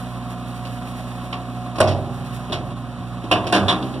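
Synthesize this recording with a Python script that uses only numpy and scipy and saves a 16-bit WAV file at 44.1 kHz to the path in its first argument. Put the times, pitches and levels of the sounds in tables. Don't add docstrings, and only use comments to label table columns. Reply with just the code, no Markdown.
import sys
import numpy as np
from scipy import signal
from scipy.fft import rfft, irfft, next_fast_len
from scipy.io import wavfile
from scipy.ndimage import map_coordinates

SR = 44100
rng = np.random.default_rng(int(sys.argv[2]) if len(sys.argv) > 2 else 0)


def log_audio(samples):
    frames = np.atleast_2d(samples).T
    limited = np.clip(frames, -1, 1)
    pcm = np.round(limited * 32767).astype(np.int16)
    wavfile.write(sys.argv[1], SR, pcm)


N = 176400

HIT_BANDS_HZ = [100, 280, 630, 1050, 3200, 9000]
# start_s, hold_s, pitch_hz, crack_db,
# thud_db, body_db, clang_db, clank_db, rattle_db, sizzle_db
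DUMP_HITS = [(1.803, 0.0063, 1100, -11.5, -24, -25, -13.5, -19, -20.5, -27),
             (1.873, 0.032, 5230, -48, -31, -35, -28.5, -33, -27.5, -38),
             (2.521, 0.012, 3600, -38, -32.5, -33.5, -31.5, -30.5, -24.5, -35.5)]
CURL_HITS = [(3.313, 0.013, 2816, -23, -31, -23.5, -16.5, -17.5, -20.5, -31.5),
             (3.525, .032, 1560, -16, -43, -19, -16.5, -19, -18, -28),
             (3.682, 0.012, 3640, -46, -38, -23.5, -24.5, -17, -18, -28.5)]
# freq_hz, gain_db, t60_s
TIPPED_MODES = [(97.5, 0, 0.95), (140.6, -6.5, 4), (229, -10, 1), (296, -12.5, 1.9), (357, 0, 0.44),
                (388, -11.5, 1.24), (509, -11, 0.41), (568, -8.5, 0.7), (623.2, -1, 0.49),
                (701, -6.5, 0.84), (807, -16.5, 1.63), (970, -9, 0.26), (1087, -8, 0.3), (1480, -9.5, 0.23)]
# freq_hz, gain_db, t60_s
RAISED_MODES = [(101.3, 3, 1), (186, -12, .9), (198.5, -4, 1), (259, -13, 0.39), (311.8, -4.5, 0.78),
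                (388, -11, 0.73), (538.6, -8.5, 0.39), (642, -7.5, 0.52), (717, -3, 0.5),
                (1027, -5.5, 0.46), (1145, -10.5, 0.32), (1580, -24, .3), (1633, -15, 0.37),
                (2780, -11, 0.32), (3020, -15, .3), (3260, -19, .3), (3480, -9.5, 0.33), (3750, -16, 0.39)]
# pitch_ratio, gain_db, t60_s
STOP_PARTIALS = [(0.919, -5, .18), (0.966, -1.5, 0.12), (1.04, -4.5, .14), (1.131, -4, 0.12)]
# freq_hz, density_db
CRACK_SPECTRUM = [(200, 3), (700, 21), (1500, 11), (2500, -5), (5400, 0), (7000, -13.5), (8200, 4.5),
                  (9800, 0), (11500, -12), (13000, -17), (14500, -47)]
# freq_hz, density_db
PLATE_SPECTRUM = [(30, -17), (60, -15), (100, 19), (170, 14), (320, 22), (450, 12), (630, 16.5),
                  (850, 12.5), (1100, 16), (1600, 5), (2100, 8), (2800, 10), (3700, 9), (4400, 7.5),
                  (5400, 6), (7200, -3.5), (9400, 3.5), (11500, -8.5), (13000, -14), (15500, -38)]
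# freq_hz, t60_s
PLATE_DECAY = [(100, 0.88), (600, 0.7), (1300, 0.35), (3200, 0.19), (9000, 0.19)]
# peak_s, freq_hz, level_db, half_width_s
FLEX_BOOMS = [(3.655, 97, -20.5, 0.049), (3.6, 199, -20, .055), (3.74, 186, -22, .05),
              (1.91, 99, -26, 0.085)]
# start_s, thud_db, body_db, clang_db, clank_db, rattle_db, sizzle_db
LIGHT_CONTACTS = [(.65, -60, -50, -47, -46, -36.5, -48), (1.327, -55, -37, -33, -31, -28.5, -47.5),
                  (1.755, -43, -32, -39, -31.5, -37.5, -43), (1.782, -32, -34, -23, -30.5, -34, -41),
                  (2.495, -33, -30.5, -28, -41, -42, -57), (2.988, -25, -41, -48, -50, -60, -73),
                  (3.239, -50, -30, -40, -46, -38, -53), (3.44, -45, -41, -34, -38, -38, -61),
                  (3.467, -43, -25, -28, -36, -28, -35), (3.824, -26, -26.5, -29, -60, -30.5, -53),
                  (3.939, -41, -28, -35, -48, -36, -56)]
# freq_hz, gain_db, t60_s
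LINK_MODES = [(1083, -3.5, 0.21), (1135, -5.5, 0.25), (2800, -10, 0.19)]
# freq_hz, density_db
MULCH_SPECTRUM = [(800, -1.5), (2200, 3), (3700, -2), (5400, -7.5), (7300, -10.5), (9500, -4.5),
                  (11000, -10.5), (15500, -18)]
# time_s, level_db
MULCH_FLOW = [(0, -47.5), (.3, -47), (.7, -44), (1.25, -48), (1.6, -51), (2.1, -52.5), (2.25, -45.5),
              (2.6, -55), (4, -53)]
# time_s, firing_hz
FIRING_RATE = [(0, 61), (.25, 60.4), (1.1, 60.6), (1.75, 60.6), (2.3, 60.7), (3.05, 60.2), (3.35, 59.4),
               (3.55, 61.7), (3.8, 64.3), (4, 65)]
# time_s, gain_db
ENGINE_EFFORT = [(0, -0.5), (.6, 0), (1.7, -0.5), (2.1, 0), (2.9, -1.5), (3.2, -1), (3.6, 5), (4, 1)]
# firing_ratio, level_db
EXHAUST_ORDERS = [(1, -46), (1.5, -55), (2, -34), (2.5, -72), (3, -40), (3.5, -54.5), (4, -39), (4.5, -51),
                  (5, -65.5), (5.5, -57.5), (6, -51), (7, -66.5)]
# freq_hz, density_db
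RUMBLE_SPECTRUM = [(25, -50), (45, -41), (90, -18), (150, -2), (215, 0), (265, 5), (310, -12), (430, -18),
                   (900, -53)]
# freq_hz, density_db
CLATTER_SPECTRUM = [(200, -17), (450, -7.5), (600, 1.5), (800, 0.5), (900, -5), (1050, 3.5), (1300, -2),
                    (1600, -11), (2100, -14.5), (2600, -12.5), (3700, -13), (5400, -25.5), (7300, -27.5),
                    (9500, -23.5), (11000, -33.5), (15500, -46)]
# firing_ratio, level_db
PUMP_ORDERS = [(9, -51.5), (12, -40.5)]
# time_s, gain_db
PUMP_EFFORT = [(0, -0.5), (.5, -2.5), (1.5, 0.5), (2.3, -1.5), (3.1, -6), (3.5, 4.5), (4, -6.5)]
# freq_hz, t60_s
YARD_DECAY = [(100, 0.32), (1000, 0.2), (8000, 0.17)]
# freq_hz, correlation (clipped to 1)
MIC_CORRELATION = [(100, 0.7), (1000, 1.1), (4000, 0.9), (9000, 0.6), (13000, 0.3)]
# freq_hz, left_minus_right_db
MIC_BALANCE = [(60, -13), (125, -4.5), (300, -0.3), (1000, -0.4), (2200, -3.1), (6000, 0), (9000, -1.5),
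               (12000, -5), (15000, 0)]
# freq_hz, shift_rad
WIDENING_PHASE = [(0, 0), (1100, 0), (1640, .6), (2150, 3.14), (2700, 5.1), (3700, 7.1), (4450, 9.42),
                  (6600, 15.7), (8550, 22), (11000, 28.3), (13200, 34.6), (16000, 42)]


def amp(db):
    return np.exp(np.asarray(db) * (np.log(10) / 20))


def unit(x):
    return x / np.sqrt(np.mean(x ** 2) + 1e-20)


def along(points, hz):
    freqs_hz, values = np.transpose(points)
    return np.interp(np.log(hz + 1), np.log(freqs_hz + 1), values)


def curve(rows):
    return np.interp(np.arange(N) / SR, *np.transpose(rows))


def wobble(rate_hz, n=N):
    knots = rng.standard_normal(int(n * rate_hz / SR) + 4)
    return map_coordinates(knots, [np.arange(n) * rate_hz / SR])


def filtered(x, response):
    n = x.shape[-1]
    n_fft = next_fast_len(n + SR // 4)
    return irfft(rfft(x, n_fft) * response(np.fft.rfftfreq(n_fft, 1 / SR)), n_fft)[..., :n]


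def noise(spectrum, n):
    def response(hz):
        width_rad = np.arccos(np.clip(along(MIC_CORRELATION, hz), -1, 1)) / 2
        return amp(along(spectrum, hz)) * [np.cos(width_rad), np.sin(width_rad)]
    mid, side = filtered(rng.standard_normal((2, n)), response)
    return np.array([mid + side, mid - side])


def add(out, start_s, x):
    i = round(start_s * SR)
    out[:, i:i + x.shape[-1]] += x[..., :N - i]


def bucket_bangs(hits, modes, ring_db, plate_db, damping, contact_db, stop_db, crack_s, spread_rad=0.16):
    out, sides = np.zeros((2, N)), np.array([[.5], [-.5]])
    for start_s, hold_s, pitch_hz, crack_db, *bands_db in hits:
        colour = list(zip(HIT_BANDS_HZ, bands_db))
        stop_modes = [(ratio * pitch_hz, db + stop_db, t60_s) for ratio, db, t60_s in STOP_PARTIALS]
        for hz, db, t60_s in list(modes) + stop_modes:
            t = np.arange(round(min(t60_s, 2) * SR)) / SR
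            strength, phase_cycles, pan = rng.standard_normal(3)
            decay = amp(ring_db + db + along(colour, hz) + .5 * strength - 60 * t / t60_s)
            attack = 1 - np.exp(-t / 0.0016)
            tone = np.sin(2 * np.pi * (hz * t + phase_cycles) + spread_rad * pan * sides)
            add(out, start_s, attack * decay * tone)
        ring = plate_ring(bands_db, attack_s=0.00086, hold_s=hold_s, chatter_db=2, damping=damping,
                          contact_hz=pitch_hz, contact_db=contact_db)
        add(out, start_s, amp(plate_db) * ring)
        t = np.arange(SR // 10) / SR
        crack = unit(noise(CRACK_SPECTRUM, len(t))) * np.exp(-(t / crack_s) ** 2)
        add(out, start_s, amp(crack_db) * crack)
    return out


def plate_ring(bands_db, attack_s, hold_s, chatter_db, damping, contact_hz=3000, contact_db=0):
    colour = list(zip(HIT_BANDS_HZ, bands_db))
    t = np.arange(round(.7 * SR)) / SR
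    gain = lambda hz: amp(along(colour, hz) + contact_db * np.exp(-((hz / contact_hz - 1) / 0.13) ** 2))
    steady = filtered(noise(PLATE_SPECTRUM, len(t)), gain)
    hz, frame_s, frames = signal.stft(steady, SR, nperseg=256)
    decay = amp(-60 * damping * np.maximum(frame_s - hold_s, 0) / along(PLATE_DECAY, hz)[:, None])
    ring = signal.istft(frames * decay, SR, nperseg=256)[1][:, :len(t)]
    chatter = amp(chatter_db * wobble(277, len(t)) * np.exp(-t / 0.11))
    return ring * (1 - np.exp(-t / attack_s)) * chatter


def bucket_booms():
    out, t = np.zeros(N), np.arange(N) / SR
    for peak_s, hz, db, half_width_s in FLEX_BOOMS:
        swell = amp(db) * np.exp(-((t - peak_s) / half_width_s) ** 2)
        out += swell * np.sin(2 * np.pi * (hz * t + rng.random()))
    return out


def scrape_and_clinks(plate_db=-1):
    out, t = np.zeros((2, N)), np.arange(SR // 2) / SR
    for start_s, *bands_db in LIGHT_CONTACTS:
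        colour = list(zip(HIT_BANDS_HZ, bands_db))
        for hz, db, t60_s in LINK_MODES:
            decay = amp(db + along(colour, hz) - 60 * t / t60_s)
            add(out, start_s, decay * np.sin(2 * np.pi * hz * t))
        ring = plate_ring(bands_db, attack_s=0.0011, hold_s=.007, chatter_db=2.3, damping=1.41)
        add(out, start_s, amp(plate_db) * ring)
    return out


def mulch(clump_db=2.8, grain_db=2.0):
    hiss = noise(MULCH_SPECTRUM, N)
    texture = amp(clump_db * wobble(24.64) + grain_db * wobble(900))
    return amp(curve(MULCH_FLOW)) * unit(hiss * texture)


def engine(rumble_db=-39, clatter_db=-38, puff_db=4, knock_db=0.5, uneven_db=0.86, jitter_cycles=.009):
    firing_rad = 2 * np.pi * (np.cumsum(curve(FIRING_RATE)) / SR + jitter_cycles * wobble(9))
    tones = exhaust_tones(firing_rad) + pump_whine(firing_rad)
    pulse = np.cos(firing_rad)
    rumble = unit(noise(RUMBLE_SPECTRUM, N) * amp(puff_db * pulse))
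    clatter = unit(noise(CLATTER_SPECTRUM, N) * amp(knock_db * pulse + uneven_db * wobble(50)))
    return tones + amp(curve(ENGINE_EFFORT)) * (amp(rumble_db) * rumble + amp(clatter_db) * clatter)


def exhaust_tones(firing_rad, flutter_db=1.47, spread_rad=0.69):
    out = np.zeros(N)
    for ratio, db in EXHAUST_ORDERS:
        rms = amp(db + flutter_db * wobble(22))
        out -= np.sqrt(2) * rms * np.cos(ratio * firing_rad + spread_rad * rng.standard_normal())
    return out


def pump_whine(firing_rad, flutter_db=1.9):
    out = np.zeros(N)
    for ratio, db in PUMP_ORDERS:
        rms = amp(db + curve(PUMP_EFFORT) + flutter_db * wobble(12))
        out += np.sqrt(2) * rms * np.sin(ratio * firing_rad)
    return out


def yard_scatter(x, delay_s=.018):
    hz, frame_s, frames = signal.stft(rng.standard_normal((2, SR // 2)), SR, nperseg=256)
    decay = amp(-60 * frame_s / along(YARD_DECAY, hz)[:, None])
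    tail = signal.istft(frames * decay, SR, nperseg=256)[1]
    delayed = np.pad(x.mean(0), (round(delay_s * SR), 0))[None]
    return signal.fftconvolve(delayed, tail / np.linalg.norm(tail[0]), axes=1)[:, :N]


def scene(yard_db=-23):
    dump = bucket_bangs(DUMP_HITS, TIPPED_MODES, ring_db=2.5, plate_db=-3, damping=0.89,
                        contact_db=1, stop_db=-1.5, crack_s=0.012)
    curl = bucket_bangs(CURL_HITS, RAISED_MODES, ring_db=2.0, plate_db=-2, damping=0.99,
                        contact_db=10, stop_db=-1.0, crack_s=0.0068)
    steel = dump + curl + scrape_and_clinks() + bucket_booms()
    return engine() + mulch() + steel + amp(yard_db) * yard_scatter(steel)


def record(dry, ceiling=.95, top_hz=15750):
    sides = np.array([[.5], [-.5]])

    def balance_and_widen(hz):
        shift_rad = np.interp(hz, *np.transpose(WIDENING_PHASE))
        return amp(sides * along(MIC_BALANCE, hz)) * np.exp(-1j * sides * shift_rad)
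    stereo = filtered(dry, balance_and_widen)
    clipped = stereo / (1 + np.abs(stereo / ceiling) ** 6) ** (1 / 6)
    return filtered(clipped, lambda hz: hz < top_hz)


dry = scene()
out = record(dry)
log_audio(out)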